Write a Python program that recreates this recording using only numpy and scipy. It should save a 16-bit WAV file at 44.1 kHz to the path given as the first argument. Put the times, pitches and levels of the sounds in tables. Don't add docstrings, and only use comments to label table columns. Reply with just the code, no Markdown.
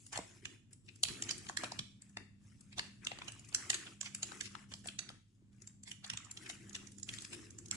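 import sys
import numpy as np
from scipy import signal
from scipy.fft import rfft, irfft, next_fast_len
from scipy.io import wavfile
from scipy.ndimage import uniform_filter1d

SR = 44100
rng = np.random.default_rng(int(sys.argv[2]) if len(sys.argv) > 2 else 0)


def generate_wav(sig):
    pcm = np.round(np.clip(np.atleast_2d(sig).T, -1, 1) * 32767).astype(np.int16)
    wavfile.write(sys.argv[1], SR, pcm)


N = 342200

# (frequency [Hz], relative density [dB per Hz])
AIR_SPECTRUM = [(300, -1.5), (1500, -7), (9000, -8), (14000, -7.5)]
# (frequency [Hz], rms level before wavering [dB])
HUM_TONES = [(49, -79.5), (100, -70), (110, -71.5)]
# (time [s], rms level before wavering [dB])
OCTAVE_LEVEL = [(.98, -88), (1.15, -66.5), (2.5, -67), (2.85, -60.5), (3.6, -85), (4.08, -61.5), (4.9, -62),
                (5.27, -85), (5.5, -67.5), (6.1, -64), (6.35, -83), (6.72, -61.5), (7.15, -63), (7.47, -79),
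                (7.76, -66)]
OCTAVE_HZ = 200
# (time [s], level before trim [dB])
BACKGROUND_LEVEL = [(0, -63), (1, -63), (1.3, -55), (2.1, -63), (3.1, -57.5), (3.95, -61), (4.1, -59.5),
                    (5.13, -57.5), (5.28, -71.5), (5.43, -62.5), (6.3, -60.5), (6.75, -58), (7.76, -57.5)]
# (frequency [Hz], relative density [dB per Hz])
RUMBLE_SPECTRUM = [(15, -24.5), (28, -14), (49, -11.5), (70, -6), (112, 5.5), (160, -2.5), (215, -2),
                   (280, -6.5), (420, -25), (700, -32.5), (2000, -32), (9000, -36.5), (14000, -55)]
# (time [s], level before trim [dB])
AIR_PUFFS = [(.19, -60), (.47, -62.5), (1.106, -52.5), (1.251, -61), (1.8, -55), (2.211, -64.5),
             (2.798, -58), (3.25, -61.5), (6.14, -58.5), (7.13, -57), (7.76, -53.5)]
PUFF_S = 0.025
# (frequency [Hz], relative density [dB per Hz])
SKIN_SPECTRUM = [(150, -37.5), (240, -4.5), (340, 2.5), (430, -7), (560, -23), (900, -48)]
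# (frequency [Hz], time to decay by 60 dB [s])
ROOM_DECAY = [(200, 0.81), (800, 0.31), (2500, 0.49), (6000, 0.42), (11000, 0.53)]
# (delay [s], level [dB])
REFLECTIONS = [(0.0105, -26.5), (0.013, -23), (0.018, -32)]
# (time [s], level [dB], middle mode [Hz])
KNOCKS = [(0.19, -37, 295), (1.098, -35.5, 160), (1.258, -43, 150), (1.635, -39, 332), (2.168, -46.5, 378),
          (2.79, -47.5, 228), (5.421, -53.5, 210), (5.618, -54, 230)]
# (start [s], length [s], hiss before trim [dB], sheet body before trim [dB], skin before trim [dB])
THUMB_STROKES = [(-.02, 0.11, -55.5, -75, -79), (0.12, 0.051, -44, -42.5, -58.5),
                 (0.2, 0.18, -55, -63, -65), (0.416, 0.13, -58, -63.5, -60),
                 (0.707, 0.015, -63, -74, -71.5), (0.833, 0.25, -62.5, -80, -67.5),
                 (1.07, 0.23, -47.5, -50, -53.5), (1.266, 0.25, -50, -55.5, -58.5),
                 (1.585, 0.08, -46, -44.5, -53.5), (1.703, 0.086, -56, -53, -61.5),
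                 (2, 0.16, -68, -70.5, -87), (2.178, 0.039, -75, -61.5, -59.5),
                 (2.38, 0.69, -63, -71.5, -85), (2.762, 0.1, -56, -53, -62),
                 (3.009, 0.29, -57.5, -51.5, -63), (3.206, 0.42, -55, -59.5, -68.5),
                 (3.512, 0.23, -48, -49.5, -61.5), (3.672, 0.25, -51, -52.5, -59),
                 (3.994, 0.26, -59, -59, -73.5), (4.227, 0.23, -48.5, -52, -57.5),
                 (4.5, 0.12, -56, -58.5, -67), (4.684, 0.12, -55, -74, -67), (4.837, 0.056, -50, -54, -64),
                 (4.984, 0.16, -76, -60.5, -68), (5.272, 0.11, -74.5, -95, -82),
                 (5.516, 0.094, -70.5, -76, -89.5), (5.59, 0.11, -64.5, -72, -79.5),
                 (5.877, 0.04, -48.5, -65, -71), (6.019, 0.3, -64, -53, -75),
                 (6.339, 0.15, -56, -58.5, -63), (6.413, 0.14, -49.5, -53, -60),
                 (6.588, 0.17, -57.5, -59, -61), (6.743, 0.13, -56, -58, -60),
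                 (6.882, 0.23, -60.5, -89, -65.5), (7.06, 0.21, -46, -56, -64.5),
                 (7.289, .17, -50.5, -56, -54.5), (7.483, 0.27, -62, -68.5, -59.5),
                 (7.711, 0.063, -43, -44.5, -66)]
GRIP_SHARE, EASE_DB_PER_S, RELEASE_DB_PER_S = 0.13, -11, -260
# (frequency [Hz], relative density [dB per Hz])
SHEET_BODY_SPECTRUM = [(200, -9.5), (480, -8), (700, -3.5), (950, -6), (1300, 2), (1900, 5), (2700, 0.5),
                       (3800, -23.5), (7000, -42)]
SHEET_HISS_SPECTRUM = [(1500, -27.5), (3200, -3.5), (4200, -7), (5200, 1.5), (7300, -1.5), (10000, -2.5),
                       (15000, 5.5)]
# (time [s], flap before trim [dB], crack [dB], crisp before trim [dB],
# rise time constant [s], left minus right [dB], main resonance [Hz], second resonance [Hz])
NOTE_SNAPS = [(0.1307, -45, -41.5, -42.5, 0.0058, -1, 1950, 6650),
              (0.159, -42, -38, -45, 0.0054, -2, 6800, 990),
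              (0.176, -40.5, -39.5, -38, 0.00068, 1, 7200, 840),
              (0.1895, -39.5, -56, -51, 0.00044, -6, 710, 6030),
              (0.4552, -56, -37, -44, 0.0022, -5.5, 3230.0, 6700),
              (0.889, -68, -48, -80, 0.0044, 4, 2670, 8510),
              (1.0337, -46.5, -48, -26, 0.00045, 8, 7000, 12400),
              (1.0364, -43.5, -25, -19.5, 0.00036, -16, 4350, 9900),
              (1.053, -58, -39, -59, 0.0018, 10, 4050, 7800),
              (1.086, -48, -38, -42, 0.0044, -2, 4800, 2700),
              (1.224, -50, -38, -34.5, 0.0011, -2, 7100, 6000),
              (1.2925, -56, -34.5, -37, 0.0036, -10.0, 6300, 3800),
              (1.3103, -45.5, -33.5, -29.5, 0.0053, -4, 4670, 5450),
              (1.468, -61, -48.5, -62.0, 0.0021, 1, 1510.0, 3300),
              (1.49, -70, -42.5, -45, 0.0033, 0, 6700, 1640),
              (1.497, -37.5, -55, -44, 0.00063, -2.5, 850, 6440),
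              (1.5722, -45.5, -29.5, -32, 0.0019, -7, 4000, 1730),
              (1.636, -37.5, -42, -42.5, 0.0013, -1.5, 712, 1490),
              (1.643, -43, -38, -44, 0.0022, -3, 1890, 715),
              (1.720, -42.5, -42, -44.5, 0.0017, -2, 5200, 690),
              (1.7922, -47.5, -33, -39.5, 0.0015, -2, 5570, 3800),
              (2.1708, -44, -37, -48.5, 0.00074, 2, 1760.0, 2450),
              (2.729, -67.5, -50.5, -61, 0.007, -3, 1955, 1400),
              (2.7837, -43, -37, -40, 0.0068, -4, 6200, 3530),
              (2.7944, -40.5, -30, -41.5, 0.0023, -2, 2580, 4600),
              (3.0702, -50, -31, -39, 0.0016, -5.5, 8300, 3040),
              (3.1165, -41.5, -38.5, -58, 0.0037, 0.5, 2660, 1940),
              (3.1883, -51, -48, -52, 0.00087, -4, 4700, 2130),
              (3.2195, -44.5, -42, -67, 0.0018, 2, 2300, 960),
              (3.283, -49.5, -39, -43.5, 0.0044, -7, 2880, 5870),
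              (3.528, -56, -49.5, -67.0, 0.002, -7, 3400, 2240),
              (3.548, -48, -33.5, -23.5, 0.0014, -2.5, 7700.0, 5860),
              (3.702, -41.5, -26.5, -24.5, 0.0018, -4.5, 6800, 8900),
              (3.731, -53, -38, -51, 0.0021, 6, 5210.0, 2710),
              (3.7438, -47, -33, -32.5, 0.0056, 1, 5940, 7400),
              (3.8697, -54, -45, -65, 0.0071, -2.5, 3040, 6090),
              (4.0122, -55.5, -40, -33.5, 0.0012, -7, 6700, 3880),
              (4.031, -53, -49, -48, 0.0016, -3, 1000, 6400),
              (4.0614, -53, -38, -43.5, 0.0096, -4, 5960, 2350),
              (4.1491, -78, -43, -36.5, 0.0015, 0, 6360, 9200),
              (4.2307, -48.5, -35.5, -32.5, 0.0032, -3, 6830, 5400),
              (4.3195, -43, -46, -57, 0.0006, 3.5, 1780, 3000),
              (4.4102, -58, -35, -36.5, 0.0018, -6.5, 6800, 1750),
              (4.458, -75, -42.5, -43, 0.024, 3, 5430.0, 2770),
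              (4.5523, -39.5, -42, -60, 0.001, 3, 1640, 3530),
              (4.72, -52, -46, -53, 0.0054, -4, 2070.0, 2870),
              (4.7388, -56, -43, -43, 0.00098, -5, 6960, 5300),
              (4.859, -49.5, -55, -54, 0.0022, -5, 6540, 1080),
              (4.887, -57, -38, -49, 0.0014, -1, 3100, 4180),
              (4.991, -50, -34, -34, 0.0018, -5.5, 6500, 4250),
              (5.0909, -62, -44, -53, 0.0019, 2, 4630, 1290), (5.103, -52, -63, -57, 0.0029, 1, 1500, 3210),
              (5.8773, -57.5, -44.5, -48.5, 0.011, -7, 2077, 3730),
              (5.9157, -65, -41.0, -44.5, 0.0015, -6, 2980, 7400),
              (6.0462, -52.5, -42, -46.5, 0.0045, -1, 4670, 2950),
              (6.1008, -74, -34.5, -37.5, 0.0014, -5, 5270, 3130),
              (6.1358, -49.5, -40.5, -44.5, 0.0023, -5, 8140, 2630),
              (6.1742, -71, -40, -40, 0.0019, -2.5, 7240.0, 3500),
              (6.3735, -68, -43.5, -49, 0.0025, -2, 5160, 6630),
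              (6.463, -76, -46.5, -56, 0.003, -1, 2540, 3570),
              (6.4992, -50, -39.5, -43, 0.0036, 2.5, 6700, 2870),
              (6.7515, -52, -37, -41, 0.0041, 0, 5800, 3070),
              (6.763, -66, -46.5, -46.5, 0.0022, -3, 2540, 8010),
              (7.0314, -75, -55, -38.5, 0.0005, -10, 7100, 5500),
              (7.091, -57, -36.5, -45.5, 0.0016, -2.5, 3200, 6360),
              (7.1385, -73, -43.5, -44, 0.0063, 3, 6540, 3370),
              (7.1865, -77, -42.5, -47, 0.0016, -7, 2250.0, 3120),
              (7.2495, -83, -44.5, -46.5, 0.0012, 0, 5170, 7700),
              (7.333, -53.5, -41, -42, 0.012, -0.5, 2520, 3200),
              (7.7122, -52, -36, -31, 0.001, -5, 5540, 7540)]
FLAP_HZ, CRACK_HZ, CRISP_HZ = 600, 1500, 4500
TOP_HZ, HARD_DB, TOP_HZ_PER_DB = 10300, -30, 598
MIN_WIDTH_HZ = 650
# (time [s], crisp before trim [dB], left minus right [dB], resonance [Hz])
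CORNER_TICKS = [(0.066, -49, -2, 9500), (0.732, -50.5, -2, 9200), (0.96, -54.5, -7, 9840),
                (1.238, -44, 3, 5500), (1.381, -46, 2, 8850), (1.589, -49, 5, 6090),
                (2.021, -51.5, 1.5, 8100), (2.096, -63.5, 1.5, 7100), (2.61, -56, 0, 8000),
                (3.05, -41.5, 7, 6300), (3.245, -56, -2, 5500), (3.321, -48, 2, 7950),
                (3.396, -53.5, 0, 7560), (3.449, -55.5, -4, 1550), (3.489, -51, 7, 7750),
                (4.048, -50, 3, 6600), (4.422, -52, 0, 6000), (4.874, -40, 0, 7900),
                (5.6207, -51.5, 6, 6550), (5.6748, -46.5, -0.5, 6970), (5.8354, -49, -0.5, 7000),
                (6.065, -51, -3, 7500), (6.078, -53, -2, 6180), (6.248, -50.5, -15, 7140),
                (6.258, -59, -3, 3000), (6.3135, -41.5, -1, 6460), (6.4938, -43.5, -2, 5500),
                (6.511, -46.5, -7, 8480), (6.696, -49.5, -1, 7400), (6.732, -48, -22, 3340),
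                (6.872, -48.5, -7, 6300), (6.92, -52.5, -5, 9840), (6.9847, -49, -7, 6960),
                (6.999, -50.5, -7, 9800), (7.043, -57, -9, 7050), (7.148, -56, -1, 4900),
                (7.208, -50, 3, 6500), (7.222, -45, -2, 7700), (7.225, -53, -6, 6800),
                (7.347, -50, 12, 4500), (7.507, -50.5, -3, 6950), (7.587, -45, -3.5, 7740),
                (7.66, -48, -3, 6650), (7.685, -52, -3, 5620)]
TICK_S, TICK_FLAP_DB, TICK_CRACK_DB = 0.0024, -26, -12
# (frequency [Hz], correlation [0 to 1])
PORT_LIKENESS = [(50, 0.82), (300, 0.74), (1000, 0.29), (2200, 0.58), (4000, 0.12), (12000, 0.18)]
# (frequency [Hz], gain [dB])
LEFT_COLOUR = [(300, -1), (2200, -1.5), (4200, -4), (6000, -4.5), (7900, 1), (8400, -4), (9200, 1.5),
               (10700, -5), (11200, -17.5), (12200, -21.5), (12800, -30), (15500, -44.5)]
RIGHT_COLOUR = [(300, -1), (1000, -2.5), (2200, -7.5), (3000, -1.5), (4200, -5), (6000, -4.5), (7300, 0.5),
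                (8000, -0.5), (8400, -17), (9300, -13), (10700, -14), (11300, -21.5), (12300, -28),
                (14000, -37.5), (15500, -53)]
EDGE_HZ = 15600


def gain_of(db):
    return 10 ** (np.asarray(db) / 20)


def evened(x):
    return x / np.sqrt(np.mean(x ** 2) + 1e-20)


def read(points, hz):
    f, value = np.transpose(points)
    return np.interp(np.log(hz + 1), np.log(f + 1), value)


def level_curve(rows):
    s, db = np.transpose(rows)
    return np.interp(np.arange(N) / SR, s, db)


def noise():
    return rng.standard_normal((2, N))


def bumps(shape, spans):
    field = rng.standard_normal(shape)
    for axis, span in enumerate(spans):
        for _ in range(2):
            field = uniform_filter1d(field, span, axis, mode="wrap")
    return evened(field)


def add(mix, s, sound):
    part = mix[:, max(round(s * SR), 0):][:, :sound.shape[1]]
    part += sound[:, :part.shape[1]]


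def colour(x, points):
    size = next_fast_len(N + 4096)
    gain = gain_of(read(points, np.fft.rfftfreq(size, 1 / SR)))
    return irfft(rfft(x, size) * gain, size)[..., :N]


def paired(z, lag=0.00015):
    size = next_fast_len(z.shape[1], True)
    hz = np.fft.rfftfreq(size, 1 / SR)
    own, right = rfft(z, size)
    same = np.clip(read(PORT_LIKENESS, hz), 0, 1)
    left = same * right + np.sqrt(1 - same ** 2) * own
    left = left * np.exp(-2j * np.pi * hz * lag)
    return irfft(np.array([left, right]), size)[:, :z.shape[1]]


def steady_air(air_db=-87):
    return evened(colour(noise(), AIR_SPECTRUM)) * gain_of(air_db)


def hum(waver=0.13):
    t = np.arange(N) / SR
    out = np.zeros(N)
    for hz, db in HUM_TONES + [(OCTAVE_HZ, level_curve(OCTAVE_LEVEL))]:
        drift = np.interp(t, np.linspace(0, t[-1], num=40), rng.standard_normal(size=40))
        peak = gain_of(db) * np.sqrt(2) * (1 + waver * drift)
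        out += peak * np.sin(2 * np.pi * (hz * t + rng.random()))
    return out


def rumble(noise_db=-1.5, puff_db=4.5):
    t = np.arange(N) / SR
    puffs = sum(gain_of(db + puff_db) / (1 + ((t - s) / PUFF_S) ** 2) for s, db in AIR_PUFFS)
    background = gain_of(level_curve(BACKGROUND_LEVEL) + noise_db)
    return evened(colour(paired(noise()), RUMBLE_SPECTRUM)) * np.hypot(background, puffs)


def room(x, tail_db=-10, gap_s=0.0053, build_s=0.0029):
    hz, t, z = signal.stft(rng.standard_normal((2, SR // 2)), SR, nperseg=256)
    decay_db = -60 * t / read(ROOM_DECAY, hz)[:, None]
    tail = signal.istft(z * gain_of(decay_db), SR, nperseg=256)[1]
    tail *= np.clip((np.arange(tail.shape[1]) / SR - gap_s) / build_s, 0, 1)
    tail *= gain_of(tail_db) / np.linalg.norm(tail[0])
    for delay, db in REFLECTIONS:
        scatter = rng.standard_normal((2, 128)) * np.exp(-np.arange(128) / 25)
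        scatter /= np.linalg.norm(scatter, axis=1, keepdims=True)
        add(tail, delay, gain_of(db) * scatter)
    return signal.fftconvolve(x, tail, axes=1)[:, :N]


def thumps(rise_s=0.0031, decay_s=0.0059, spread=1.595):
    t = np.arange(SR // 10) / SR
    envelope = (1 - np.exp(-t / rise_s)) * np.exp(-t / decay_s)
    out = np.zeros((2, N))
    for s, db, hz in KNOCKS:
        modes = sum(np.sin(2 * np.pi * (hz * spread ** k * t + rng.random())) for k in (-1, 0, 1))
        add(out, s, (gain_of(db) * modes * envelope)[None])
    return out


def stroke_levels():
    t, power = np.arange(N) / SR, np.zeros((3, N))
    for start, length, *levels_db in THUMB_STROKES:
        near = (t > start) & (t < start + length + .5)
        age = t[near] - start
        grip = np.minimum(age / (GRIP_SHARE * length), 1)
        fade_db = EASE_DB_PER_S * age + RELEASE_DB_PER_S * np.maximum(age - length, 0)
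        power[:, near] += np.outer(gain_of(levels_db), grip * gain_of(fade_db)) ** 2
    return np.sqrt(power)


def skin_brush(skin_gain, brush_db=-2.5):
    skin = evened(colour(paired(noise()), SKIN_SPECTRUM)) * skin_gain * gain_of(brush_db)
    return skin * gain_of([[1.5], [-1.5]])


def friction(per_s, spread_db, smooth):
    count = int(per_s * N / SR)
    when, pitch, size, side, turn = rng.random((5, count, 1))
    t = np.arange(160) / SR
    hz = 900 + 10000 * pitch
    ticks = np.sin(2 * np.pi * (hz * t + turn)) * np.exp(-hz * t / 2) * np.sqrt(hz)
    ticks *= gain_of(spread_db * np.minimum(-np.log1p(-size), 4))
    at = ((when * (N - len(t))).astype(int) + np.arange(len(t))).ravel()
    ports = [np.bincount(at, (ticks * np.sqrt(share)).ravel(), N) for share in (side, 1 - side)]
    return evened(evened(np.array(ports)) + smooth * paired(noise()))


def patchy(x, depth_db):
    z = signal.stft(x, nperseg=512, noverlap=384)[2]
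    shared, own = bumps(z.shape[1:], (3, 7)), bumps(z.shape, (1, 2, 14))
    z = z * gain_of(depth_db * np.minimum(.8 * shared + .6 * own, .8))
    return evened(signal.istft(z, nperseg=512, noverlap=384)[1][:, :N])


def slide(hiss_gain, body_gain, hiss_db=-1.5, body_db=-4.0):
    rub = patchy(friction(per_s=3500, spread_db=3.5, smooth=1), depth_db=7)
    hiss = evened(colour(rub, SHEET_HISS_SPECTRUM)) * hiss_gain * gain_of(hiss_db)
    body = evened(colour(rub, SHEET_BODY_SPECTRUM)) * body_gain * gain_of(body_db)
    return hiss + body


def sheet(x, main_hz, second_hz, main_db=9, second_db=7, sharpness=3.8):
    hz = np.fft.rfftfreq(x.shape[1], 1 / SR)
    notches_db = 7 * np.minimum(bumps(len(hz), [12]), .5)

    def resonance(f):
        width_hz = max(f / sharpness, MIN_WIDTH_HZ)
        return 1 / (1 + (2 * (hz - f) / width_hz) ** 2)

    peaks_db = np.maximum(main_db * resonance(main_hz), second_db * resonance(second_hz))
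    log_gain = np.log(gain_of(peaks_db + notches_db))
    causal = np.exp(signal.hilbert(np.r_[log_gain, log_gain[-2:0:-1]]).conj())[:len(hz)]
    return irfft(rfft(x) * causal)


def bandpass(low_hz, high_hz, order):
    return signal.butter(order, [low_hz, high_hz], "band", fs=SR, output="sos")


def snaps(drag_s=0.0023, flap_db=-1, crisp_db=-1.0):
    size, window_s = 2048, .01
    shiver, shiver_s = .4, .0038
    grain_db, whip, whip_s, fall = 1.5, 1.0, .00055, 1.5
    t = (np.arange(size) - size // 2) / SR
    crack_band = bandpass(CRACK_HZ, CRISP_HZ, 3)
    crisp_band = signal.butter(3, CRISP_HZ, "high", fs=SR, output="sos")
    edge = whip * np.exp(-abs(t) / whip_s) * np.array([[.3], [1]])
    ticks = [(s, db + TICK_FLAP_DB, db + TICK_CRACK_DB, db, TICK_S, pan_db, hz, hz)
             for s, db, pan_db, hz in CORNER_TICKS]
    out = np.zeros((2, N))
    for s, flap, crack, crisp, rise_s, pan_db, main_hz, second_hz in list(NOTE_SNAPS) + ticks:
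        shape = np.exp(-abs(t) / (max(rise_s, whip_s) * np.where(t < 0, 1, fall)))
        shape += shiver * np.exp(-abs(t) / np.where(t < 0, drag_s, shiver_s))
        grains = gain_of(grain_db * bumps(size, [14]))
        blow = paired(rng.standard_normal((2, size)) * (shape + edge) * grains)
        burst = sheet(blow, main_hz, second_hz)
        top_hz = min(TOP_HZ + TOP_HZ_PER_DB * max(crisp - HARD_DB, 0), EDGE_HZ)
        burst = signal.sosfilt(signal.butter(3, top_hz, fs=SR, output="sos"), burst)
        low_hz = min(FLAP_HZ, main_hz * 2 / 3)
        flap_band = bandpass(low_hz, low_hz * CRACK_HZ / FLAP_HZ, 2)
        levels = gain_of([flap + flap_db, crack, crisp + crisp_db])
        snap = np.zeros((2, size))
        for level, band in zip(levels, [flap_band, crack_band, crisp_band]):
            snap += level * np.array([evened(port) for port in signal.sosfilt(band, burst)])
        sides = evened(gain_of([[pan_db / 2], [-pan_db / 2]]))
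        add(out, s + t[0], snap * sides * np.sqrt(window_s * SR / size))
    return out


def scene():
    hiss_gain, body_gain, skin_gain = stroke_levels()
    background = steady_air() + hum() + rumble()
    rustle = slide(hiss_gain, body_gain)
    flicks = snaps()
    echo = room(flicks + .55 * rustle)
    return background + echo + thumps() + skin_brush(skin_gain) + rustle + flicks


def record(dry):
    heard = np.array([colour(dry[0], LEFT_COLOUR), colour(dry[1], RIGHT_COLOUR)])
    band_limit = signal.firwin(511, EDGE_HZ, window=("kaiser", 9), fs=SR)
    return signal.oaconvolve(heard, band_limit[None], "same")


dry = scene()
out = record(dry)
generate_wav(out)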